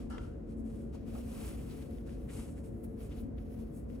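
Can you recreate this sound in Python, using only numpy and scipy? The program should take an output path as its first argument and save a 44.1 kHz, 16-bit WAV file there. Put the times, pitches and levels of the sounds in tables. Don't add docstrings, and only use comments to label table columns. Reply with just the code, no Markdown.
import sys
import numpy as np
from scipy import signal
from scipy.fft import rfft, irfft
from scipy.io import wavfile
from scipy.ndimage import uniform_filter1d, map_coordinates

SR = 44100
rng = np.random.default_rng(int(sys.argv[2]) if len(sys.argv) > 2 else 0)


def wrap_up_sound(samples):
    columns = np.atleast_2d(samples).T
    tamed = np.clip(columns, -1, 1)
    steps = np.round(tamed * 32767).astype(np.int16)
    wavfile.write(sys.argv[1], SR, steps)


N = 176400
FREQS = np.arange(N // 2 + 1) * SR / N
FOLD_DIFFUSE = 0.49


def undb(db):
    return 10 ** (np.asarray(db) / 20)


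def unit(x):
    return x / np.sqrt(np.mean(x ** 2))


def over_hz(points):
    hz, value = np.array(points, float).T
    return np.interp(np.log(FREQS + 1e-3), np.log(hz), value)


def resonance(hz, width):
    return 1 / (1 + ((FREQS - hz) / (width / 2)) ** 2)


def soft_band(hz, octaves):
    return np.exp(-.5 * (np.log2((FREQS + 1) / hz) / octaves) ** 2)


def wander(t, per_s):
    return map_coordinates(rng.standard_normal(4096), [t * per_s], order=3, mode="wrap")


def noise():
    return rng.standard_normal((3, N))


def running_rms(pair, samples):
    return np.sqrt(uniform_filter1d(np.mean(pair ** 2, axis=0), size=samples))


def microphones(x, gain, diffuse):
    # f/Hz, phase/rad
    left_lead = [(150, 0), (380, 0), (500, -2.4), (640, -2.4), (950, 0), (1400, .4), (2500, 1.3),
                 (4800, 1.3), (6500, .7), (8600, 0), (10000, -.8), (12800, -2.9), (14000, -3.14),
                 (16000, -3.5)]
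    # f/Hz, level/dB
    left_excess = [(50, -1), (150, 2), (550, 3.5), (1000, -1), (2500, 2), (8000, 0)]
    spectra, side = rfft(x), np.array([[.5], [-.5]])
    direct = np.sqrt(1 - diffuse) * spectra[0] * np.exp(1j * side * over_hz(left_lead))
    reflected = np.sqrt(diffuse) * spectra[1:]
    balance = undb(side * over_hz(left_excess))
    return unit(irfft((direct + reflected) * gain * balance, N))


def ventilation(t):
    # f/Hz, relative level/dB
    rumble_spectrum = [(20, -33), (32, -18), (44, 1), (58, 1), (75, -1), (110, -4.5), (190, -7.5),
                       (270, -8), (380, -14.5), (480, -12.5), (580, -19.5), (800, -33), (1050, -36.5),
                       (1400, -40), (2000, -44.5), (3300, -57), (7000, -61), (13000, -64.5), (16000, -48)]
    # f/Hz, diffuse share
    rumble_diffuse = [(60, 0.0096), (110, 0.078), (180, 0.31), (330, 0.38), (500, 0.71), (1500, 0.96),
                      (5000, 1), (10000, 0.067)]
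    # f/Hz, width/Hz, level/dB, diffuse share, steadiness (0 = narrow noise, 1 = even tone)
    hum_tones = [(58.15, 4.5, -50.5, 0.0098, 0.68), (225.5, 12.6, -47, 0.26, 0.54),
                 (253, 9.4, -54.5, 0.28, .45), (272, 18, -55.5, 0.22, 0.33), (321, 14.4, -62, 0.16, .3),
                 (345.3, 4.4, -60, 0.54, 0.17), (445.8, 16, -58.5, 1, 0.3), (552.4, 11, -63, 0.79, 0.26),
                 (712, 32, -70, 1, 0.26)]
    # t/s, level change/dB
    hum_waver = [(0.0, 0.5), (0.15, 1.5), (0.35, -9.5), (0.5, -3.5), (0.61, 5.5), (0.74, -0.5),
                 (0.93, -1.5), (1.13, 2), (1.48, -3.5), (1.7, -4), (2.68, -2.7), (2.94, -0.5), (3.07, -9.5),
                 (3.26, 2.5), (3.37, -3), (3.59, 1.5), (3.73, -5), (3.99, -2.5)]
    rumble = microphones(noise(), undb(over_hz(rumble_spectrum)), over_hz(rumble_diffuse))
    out = rumble * undb(-43.5 + 0.1 * wander(t, per_s=3.09))
    waver_db = np.interp(t, *np.array(hum_waver).T)
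    for hz, width, db, diffuse, steadiness in hum_tones:
        band = microphones(noise(), resonance(hz, width), diffuse)
        tone = unit(band / running_rms(band, samples=6001) ** steadiness)
        waver_depth = np.exp(-(np.log2(hz / 233) / .5) ** 2)
        out = out + tone * undb(db + waver_depth * waver_db)
    return out


def knocks(t):
    # t/s, ring level/dB, crack level/dB
    blows = [(0.1027, -56, -68), (0.105, -57, -60), (0.126, -55.5, -59), (0.143, -58, -66),
             (0.1817, -68, -42), (.186, -72, -54)]
    # f/Hz, width/Hz, relative level/dB, T60/s
    modes = [(780, 89, -4.5, 0.15), (930, 210, -6, 0.46), (1220, 190, -7, 0.55), (1315, 35, -9.5, .65),
             (1380, 70, -2, 0.52), (1480, 270, -13, 1), (1700, 110, -9, 0.23), (2080, 300, -17, 0.55),
             (2840, 220, -18, 0.7), (3150, 240, -16, 0.49), (4800, 2800, -13.5, 0.4)]
    # f/Hz, relative level/dB
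    crack_spectrum = [(500, 6), (1300, -3), (2200, 1), (3200, 1), (4000, -12), (6000, -15), (9000, -22),
                      (15000, -40)]

    def decay(at, t60):
        return (t >= at) * np.exp(-np.log(1000) * np.maximum(t - at, 0) / t60)

    crack = microphones(noise(), undb(over_hz(crack_spectrum)), diffuse=0.13)
    out = crack * sum(undb(db) * decay(at, t60=0.016) for at, _, db in blows)
    for hz, width, db, t60 in modes:
        band = microphones(noise(), resonance(hz, width), diffuse=0.88)
        ring = band / running_rms(band, samples=1001)
        power = sum((undb(ring_db) * decay(at, t60)) ** 2 for at, ring_db, _ in blows)
        out = out + ring * undb(db) * np.sqrt(power)
    return out


def thread_ticks(t):
    # t/s, level/dB
    releases = [(1.984, -55), (2.094, -58), (3.005, -55), (3.386, -58), (3.901, -63)]
    decay_s = 0.0013
    envelope = sum(undb(db) * (t >= at) * np.exp(-np.maximum(t - at, 0) / decay_s) for at, db in releases)
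    return microphones(noise(), soft_band(hz=2330, octaves=0.45), FOLD_DIFFUSE) * envelope


def fold_flicks(t):
    # t/s, f/Hz, spread/octaves, half-length/s, level/dB
    puffs = [(0.953, 500, 0.58, 0.0077, -51), (0.953, 3800, 1.3, 0.008, -68),
             (1.158, 1350, 0.27, 0.0071, -57.5), (1.174, 600, 0.31, 0.046, -53),
             (1.592, 2650, 0.18, .008, -65), (1.717, 3100, 0.8, 0.023, -63.5),
             (1.826, 2200, 0.79, 0.0088, -64), (2.088, 1410, 0.42, 0.013, -65.5),
             (2.299, 1980, 0.58, 0.012, -59), (2.579, 1890, 0.43, 0.0095, -67),
             (3.123, 2390, 0.52, 0.012, -63.5), (3.188, 2800, 0.66, 0.014, -68),
             (3.385, 2250, 0.6, 0.008, -65.5)]
    out = 0
    for at, hz, octaves, half_length, db in puffs:
        envelope = undb(db) * np.exp(-((t - at) / half_length) ** 2)
        out = out + microphones(noise(), soft_band(hz, octaves), FOLD_DIFFUSE) * envelope
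    return out


def stick_slip():
    catches_per_s, spread_db, smooth_share = 2200, 2, 0.58
    x = noise()
    size = undb(spread_db * np.minimum(rng.exponential(size=N), 5))
    clicks = (rng.random(N) < catches_per_s / SR) * size * rng.choice([-1, 1], N)
    direct = np.sqrt(smooth_share) * x[0] + np.sqrt(1 - smooth_share) * unit(clicks)
    return np.vstack([direct, x[1:]])


def rib_snags():
    snags_per_s, recovery_s, dip_db = 37, 0.002, -1.5
    hits = (rng.random(N) < snags_per_s / SR) * rng.random(N)
    return dip_db * signal.lfilter([1], [1, -np.exp(-1 / (recovery_s * SR))], hits)


def sleeves(t):
    # start t/s, rise/s, hold/s, release/s, fold level/dB, fibre level/dB, airy level/dB
    strokes = [(-.01, 0.0037, 0.0084, 0.053, -58, -70.5, -68),
               (0.098, 0.0011, .008, 0.067, -59.5, -67, -70), (0.181, .04, .02, 0.066, -61.5, -73.5, -72),
               (0.463, 0.04, 0.017, 0.028, -68, -75.5, -79), (0.561, 0.019, .025, 0.018, -77, -74.5, -78),
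               (0.633, .03, 0.14, 0.081, -68, -73.5, -71), (0.918, 0.032, .004, 0.018, -57, -71, -66),
               (0.962, 0.022, 0.047, 0.075, -69, -94, -74), (1.042, 0.048, 0.065, 0.042, -59.5, -72.5, -60),
               (1.132, 0.033, 0.026, 0.12, -57, -66, -55.5), (1.228, 0.053, 0.54, 0.076, -60, -68.5, -59),
               (1.247, 0.23, 0.0058, 0.051, -50, -58, -49), (1.654, 0.04, 0.13, .03, -62, -83, -61),
               (1.867, 0.037, 0.091, 0.072, -65.5, -78, -64), (2.045, 0.027, 0.08, 0.036, -61.5, -73, -66),
               (2.172, 0.027, 0.05, 0.086, -68.5, -79, -64), (2.27, 0.067, 0.069, 0.08, -54, -58, -61),
               (2.488, .012, 0.018, .01, -83, -67, -68), (2.554, 0.032, 0.0032, 0.025, -64, -68, -69.5),
               (2.625, 0.032, .005, 0.041, -63.5, -67.5, -62), (2.705, 0.045, 0.19, .05, -79, -83, -68.5),
               (2.827, 0.015, 0.0056, 0.013, -65, -70.5, -51), (2.954, 0.059, .008, 0.022, -59.5, -76, -56),
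               (3.009, 0.024, 0.022, 0.026, -60.5, -66, -59), (3.075, 0.03, 0.059, 0.06, -61, -74, -64),
               (3.143, 0.055, .012, 0.026, -63.5, -75, -55.5),
               (3.358, 0.028, 0.1, 0.053, -69.5, -99, -67.5), (3.482, 0.043, .02, 0.036, -65.5, -80, -59.5),
               (3.563, 0.035, .008, 0.054, -62.5, -76, -60), (3.647, 0.027, 0.14, 0.057, -74, -90, -70),
               (3.71, 0.056, .015, 0.03, -75, -67, -58), (3.877, 0.025, .06, 0.045, -66.5, -78.5, -66)]
    # f/Hz, relative level/dB
    fold_spectrum = [(150, 13.5), (500, 9), (850, 2), (1300, 1.5), (1750, -4), (2500, 0), (3800, -6),
                     (6000, -7.5), (9000, -20), (15000, -32)]
    # f/Hz, relative level/dB
    fibre_spectrum = [(1500, -7.5), (4000, -13), (6300, -3.5), (8000, 3), (10000, 2), (12000, 4),
                      (14000, -25), (16000, -7.5)]
    # f/Hz, relative level/dB
    airy_spectrum = [(7000, -31), (10000, -11), (11500, -3.5), (13000, 0), (14500, -3), (16000, 0.5)]
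    # spectrum, diffuse share, flutter/dB
    layers = [(fold_spectrum, FOLD_DIFFUSE, 1.1), (fibre_spectrum, 0.024, 0.35),
              (airy_spectrum, 0.0078, 0.8)]
    powers = 0
    for start, rise, hold, release, *levels_db in strokes:
        swell = np.clip((t - start) / rise, 0, 1)
        decay = np.exp(-np.maximum(t - start - rise - hold, 0) / release)
        powers = powers + np.outer(undb(levels_db), swell * decay) ** 2
    grip, snag_db = wander(t, per_s=88), rib_snags()
    out = 0
    for (spectrum, diffuse, flutter_db), power in zip(layers, powers):
        rubbing = microphones(stick_slip(), undb(over_hz(spectrum)), diffuse)
        out = out + rubbing * undb(flutter_db * grip + snag_db) * np.sqrt(power)
    return out


def scene():
    t = np.arange(N) / SR
    return sleeves(t) + fold_flicks(t) + thread_ticks(t) + knocks(t) + ventilation(t)


def record(dry):
    cutoff_hz, fade_s = 15750, .003
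    from_edge = np.minimum(np.arange(N), np.arange(N)[::-1])
    fade = np.minimum(from_edge / (fade_s * SR), 1)
    return signal.sosfilt(signal.ellip(10, .2, 80, cutoff_hz, fs=SR, output="sos"), dry * fade)


dry = scene()
out = record(dry)
wrap_up_sound(out)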